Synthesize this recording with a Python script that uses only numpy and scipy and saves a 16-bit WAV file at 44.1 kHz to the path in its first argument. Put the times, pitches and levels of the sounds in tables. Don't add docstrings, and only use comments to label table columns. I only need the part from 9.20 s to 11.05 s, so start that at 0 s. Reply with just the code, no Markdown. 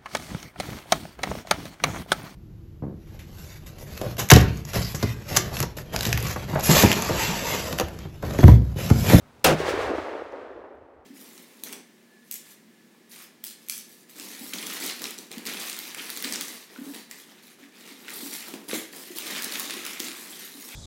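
import sys
import numpy as np
from scipy import signal
from scipy.fft import rfft, irfft
from scipy.io import wavfile

SR = 44100
rng = np.random.default_rng(int(sys.argv[2]) if len(sys.argv) > 2 else 0)


def log_audio(samples):
    frames = np.atleast_2d(samples).T
    limited = np.clip(frames, -1, 1)
    pcm = np.round(limited * 32767).astype(np.int16)
    wavfile.write(sys.argv[1], SR, pcm)


N = 81585

# centre_hz, level_db, t60_s, rise_s
ROOF_BOOM = [(82.7, -2, 0.15, 0.011), (168, -9, 0.57, 0.0046), (341.6, -3.5, 0.32, .008),
             (558, 9, 0.19, 0.0043), (1190, 1, 0.17, .003), (2400, 1, 0.17, .002), (4980, -7.5, 0.19, .002),
             (9850, -12, .17, .002)]
# pitch_hz, level_db, t60_s
ROOF_RING = [(156.4, -7, .4), (332.4, -8.5, 0.3), (588, -14, 0.16)]
# time_s, level_db
WOODS_BODY = [(.37, -29), (.385, -28.5), (.405, -31), (.445, -25.5), (.485, -23), (.51, -27), (.53, -23.5),
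              (.58, -26), (.6, -24.5), (0.683, -25), (.71, -26), (.745, -25.5), (0.771, -34), (0.788, -24),
              (0.809, -32), (.88, -29.5), (.96, -32), (1.04, -35.5), (1.11, -41), (1.135, -34.5),
              (1.18, -38), (1.38, -44.5), (1.54, -47), (1.6, -50.5), (1.85, -54)]
# time_s, level_db
WOODS_TREBLE = [(.37, -43.5), (.4, -37), (.44, -41.5), (.5, -32.5), (.53, -41), (.58, -43.5), (.62, -40.5),
                (.7, -47.5), (.74, -53.5), (.76, -48.5), (.85, -53), (1.0, -60), (1.1, -66), (1.2, -68),
                (1.4, -80), (1.6, -89), (1.85, -94)]
# freq_hz, density_db (per Hz)
WOODS_TONE = [(71, -32), (120, -17), (184, -37), (271, -0.5), (519, 1), (1040, -6), (1150, -6), (1950, -10),
              (2160, -13), (6330, -30), (15500, -49)]
# freq_hz, share (ratio)
TREBLE_SHARE = [(150, -.1), (500, 0), (1200, .2), (2200, .5), (6000, 1), (12000, 1.2)]
# start_s, level_db (envelope peak before bass cut), pitch_hz
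DISTANT_CLAPS = [(0.4016, -10, 430), (0.4148, -15.5, 530), (.4331, -18.5, 410), (0.4866, -11, 497),
                 (0.5063, -13.5, 480), (.539, -17, 390), (0.5897, -11.5, 470), (0.7046, -13.5, 317),
                 (.715, -12.5, 465), (0.7358, -12.5, 400), (0.7483, -20.5, 500), (0.7833, -21.5, 313),
                 (0.8894, -21.5, 494), (0.951, -20, 446), (1.02, -17.5, 495), (1.1289, -27, 467),
                 (1.1376, -21.5, 515), (1.2728, -33, 596), (1.3598, -36.5, 450), (1.375, -31, 540),
                 (1.3969, -33.5, 530), (1.4298, -38, 497), (1.5403, -38.5, 480), (1.6209, -40.5, 516)]
# time_s, level_db
RUMBLE_LEVEL = [(0.37, -39), (0.572, -41.5), (0.592, -34), (0.732, -48.5), (0.76, -38), (0.88, -61),
                (0.896, -64), (0.942, -53.5), (1.296, -69.5), (1.314, -60), (1.458, -65), (1.49, -79),
                (1.63, -57), (1.688, -77), (1.8, -60.5), (1.85, -76.5)]
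# start_s, level_db (raised after the shot), centre_hz
DRY_TICKS = [(0.194, -51, 5000), (.5906, -39, 6000), (.7517, -44, 4000), (1.0444, -62, 10000),
             (1.1134, -59, 4050), (1.122, -47, 4500), (1.1254, -59, 9000), (1.2121, -59, 4000),
             (1.5524, -69, 10000)]
# freq_hz, density_db (per Hz)
AIR_TONE = [(18, -44), (30, -6), (97, -7), (137, 0), (173, -6.5), (230, 1), (307, -8.5), (1330, -13),
            (2020, -19.5), (15500, -38.5)]

SHOT_S, LEAD_S = .2441, .0027
LEAD_HZ, LEAD_DB, LEAD_T60_S, LEAD_RISE_S = 4500, -40, .02, .0005
CRACK_HZ, CRACK_DB, CRACK_T60_S = 13500, -12.5, .0074
RING_RISE_S = .025
BOOM_END_S, BOOM_END_WIDTH_S = .112, .012
WOODS_IN_S = .09
TREBLE_REF_DB = -18
SCATTER_PER_S, SCATTER_DB = 2000, 3.6
SMOOTH_ABOVE_HZ, GROUND_CUT_HZ = 1800, 240
CLAP_CYCLES, CLAP_CUT_HZ = .7, 210
RUMBLE_HZ, RUMBLE_OCTAVES = 76, .9
TICK_T60_S, TICK_RISE_S, TICK_OCTAVES = .01, .00037, 1.
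AIR_DB = -55
BUMP_S, BUMP_HZ, BUMP_DB = .0258, 81, -43.5
DUCK_DB, DUCK_AT_DB, DUCK_S = 18, -16, .002
CEILING_DB = -10.5
SETTLE_DB, SETTLE_AT_DB, SETTLE_S = -4.5, -24, .014
POWER_S, RELEASE_DB_PER_S = .009, 12
MIC_LOW_HZ, EDGE_HZ = 8, 15900


def amp(db):
    return 10 ** (np.asarray(db) / 20)


def evened(x):
    return x / np.sqrt(np.mean(x ** 2) + 1e-20)


def read(points, hz):
    f, value = np.transpose(points)
    return np.interp(np.log(hz + 1), np.log(f + 1), value)


def band(x, hz, octaves):
    edges = hz * 2 ** (-octaves / 2), min(hz * 2 ** (octaves / 2), SR / 2 - 1000)
    return signal.sosfilt(signal.butter(2, edges, "bandpass", fs=SR, output="sos"), x)


def band_noise(hz, octaves):
    return evened(band(rng.standard_normal(N), hz, octaves))


def highpass(x, order, hz):
    return signal.sosfilt(signal.butter(order, hz, "highpass", fs=SR, output="sos"), x)


def dying(start, db, t60, rise):
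    t = np.maximum(np.arange(N) / SR - start, 0)
    return (1 - np.exp(-t / rise)) ** 2 * amp(db - 60 * t / t60)


def smooth(x, seconds):
    r = np.exp(-1 / (seconds * SR))
    return signal.lfilter([1 - r], [1, -r], x)


def shot():
    t = np.arange(N) / SR - SHOT_S
    action = band_noise(LEAD_HZ, 1.5) * dying(SHOT_S - LEAD_S, LEAD_DB, LEAD_T60_S, LEAD_RISE_S)
    crack = band_noise(CRACK_HZ, .4) * dying(SHOT_S, CRACK_DB, CRACK_T60_S, rise=.0003)
    ring = sum(np.sin(2 * np.pi * hz * t) * dying(SHOT_S, db, t60, RING_RISE_S)
               for hz, db, t60 in ROOF_RING)
    boom = sum(band_noise(hz, .79) * dying(SHOT_S, db, t60, rise)
               for hz, db, t60, rise in ROOF_BOOM)
    boom_end = (1 - np.tanh((t - BOOM_END_S) / BOOM_END_WIDTH_S)) / 2
    return action + crack + ring + boom * boom_end


def woods():
    time_s, level_db = np.transpose(WOODS_BODY)
    click_level = amp(SCATTER_DB * np.minimum(rng.exponential(1, N), 4))
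    clicks = click_level * (rng.random(N) < SCATTER_PER_S / SR)
    signed_clicks = evened(clicks * rng.choice([-1., 1.], N))
    drive = np.array([signed_clicks, rng.standard_normal(N)])
    hz, frame_s, (grains, hiss) = signal.stft(drive, SR, nperseg=512, noverlap=384)

    hiss_share = (.15 + .85 / (1 + (SMOOTH_ABOVE_HZ / (hz + 1)) ** 2))[:, None]
    blend = np.sqrt(1 - hiss_share) * grains + np.sqrt(hiss_share) * hiss

    treble_db = np.interp(frame_s, *np.transpose(WOODS_TREBLE))
    body_db = np.interp(frame_s, time_s, level_db)
    treble_change_db = treble_db - body_db - TREBLE_REF_DB
    tone_db = read(WOODS_TONE, hz)[:, None] + read(TREBLE_SHARE, hz)[:, None] * treble_change_db
    tone = amp(tone_db)
    body = (hz > 250) & (hz < 1000)
    tone /= np.sqrt((tone[body] ** 2).sum(0) / len(hz))
    roll = signal.istft(blend * tone, SR, nperseg=512, noverlap=384)[1][:N]

    t = np.arange(N) / SR
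    fade_in = np.clip((t - time_s[0]) / WOODS_IN_S + 1, 0, 1)
    echo = fade_in * amp(np.interp(t, time_s, level_db)) * roll
    claps = sum(amp(db) * clap(at, pitch_hz, CLAP_CYCLES) for at, db, pitch_hz in DISTANT_CLAPS)
    return highpass(echo, order=3, hz=GROUND_CUT_HZ) + highpass(claps, order=2, hz=CLAP_CUT_HZ)


def clap(at, hz, cycles):
    u = np.maximum(np.arange(N) / SR - at, 0) * hz
    return -np.sin(2 * np.pi * u) * u / cycles * np.exp(1 - u / cycles)


def rumble():
    time_s, level_db = np.transpose(RUMBLE_LEVEL)
    t = np.arange(N) / SR
    level = amp(np.interp(t, time_s, level_db))
    return band_noise(RUMBLE_HZ, RUMBLE_OCTAVES) * level * (t > SHOT_S)


def ticks():
    hiss = rng.standard_normal(N)
    out = np.zeros(N)
    for start_s, level_db, centre_hz in DRY_TICKS:
        raised_db = level_db + DUCK_DB * (start_s > SHOT_S)
        envelope = dying(start_s, raised_db, TICK_T60_S, TICK_RISE_S)
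        out += evened(band(hiss, centre_hz, TICK_OCTAVES)) * envelope
    return out


def air():
    spectrum = rfft(rng.standard_normal(N)) * amp(read(AIR_TONE, np.fft.rfftfreq(N, 1 / SR)))
    hush = evened(irfft(spectrum, N))
    return amp(AIR_DB) * hush - amp(BUMP_DB) * wavelet(BUMP_S, BUMP_HZ, cycles=1.2)


def wavelet(at, hz, cycles):
    u = (np.arange(N) / SR - at) * hz
    return -np.sin(2 * np.pi * u) * np.exp(-(2 * u / cycles) ** 2)


def scene():
    lifted = shot() + woods() + rumble()
    return (amp(DUCK_DB) * lifted + ticks() + air())[None]


def record(dry):
    loud_db = np.maximum.accumulate(20 * np.log10(abs(dry[0]) + 1e-9))
    duck_db = smooth(np.clip(loud_db - DUCK_AT_DB, 0, DUCK_DB), DUCK_S)
    x = dry[0] / amp(duck_db)
    x = np.clip(x, -amp(CEILING_DB), amp(CEILING_DB))

    fall_db = np.arange(N) * RELEASE_DB_PER_S / SR
    power_db = 10 * np.log10(smooth(x ** 2, POWER_S) + 1e-12)
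    held_db = np.maximum.accumulate(power_db + fall_db) - fall_db
    over_db = held_db - SETTLE_AT_DB
    x = x * amp(smooth(np.clip(-over_db, SETTLE_DB, 0), SETTLE_S))

    x = signal.lfilter(*signal.butter(1, MIC_LOW_HZ, "highpass", fs=SR), x)
    treble_limit = signal.firwin(255, EDGE_HZ, window=("kaiser", 9), fs=SR)
    return signal.oaconvolve(x, treble_limit, "same")[None]


dry = scene()
out = record(dry)
log_audio(out)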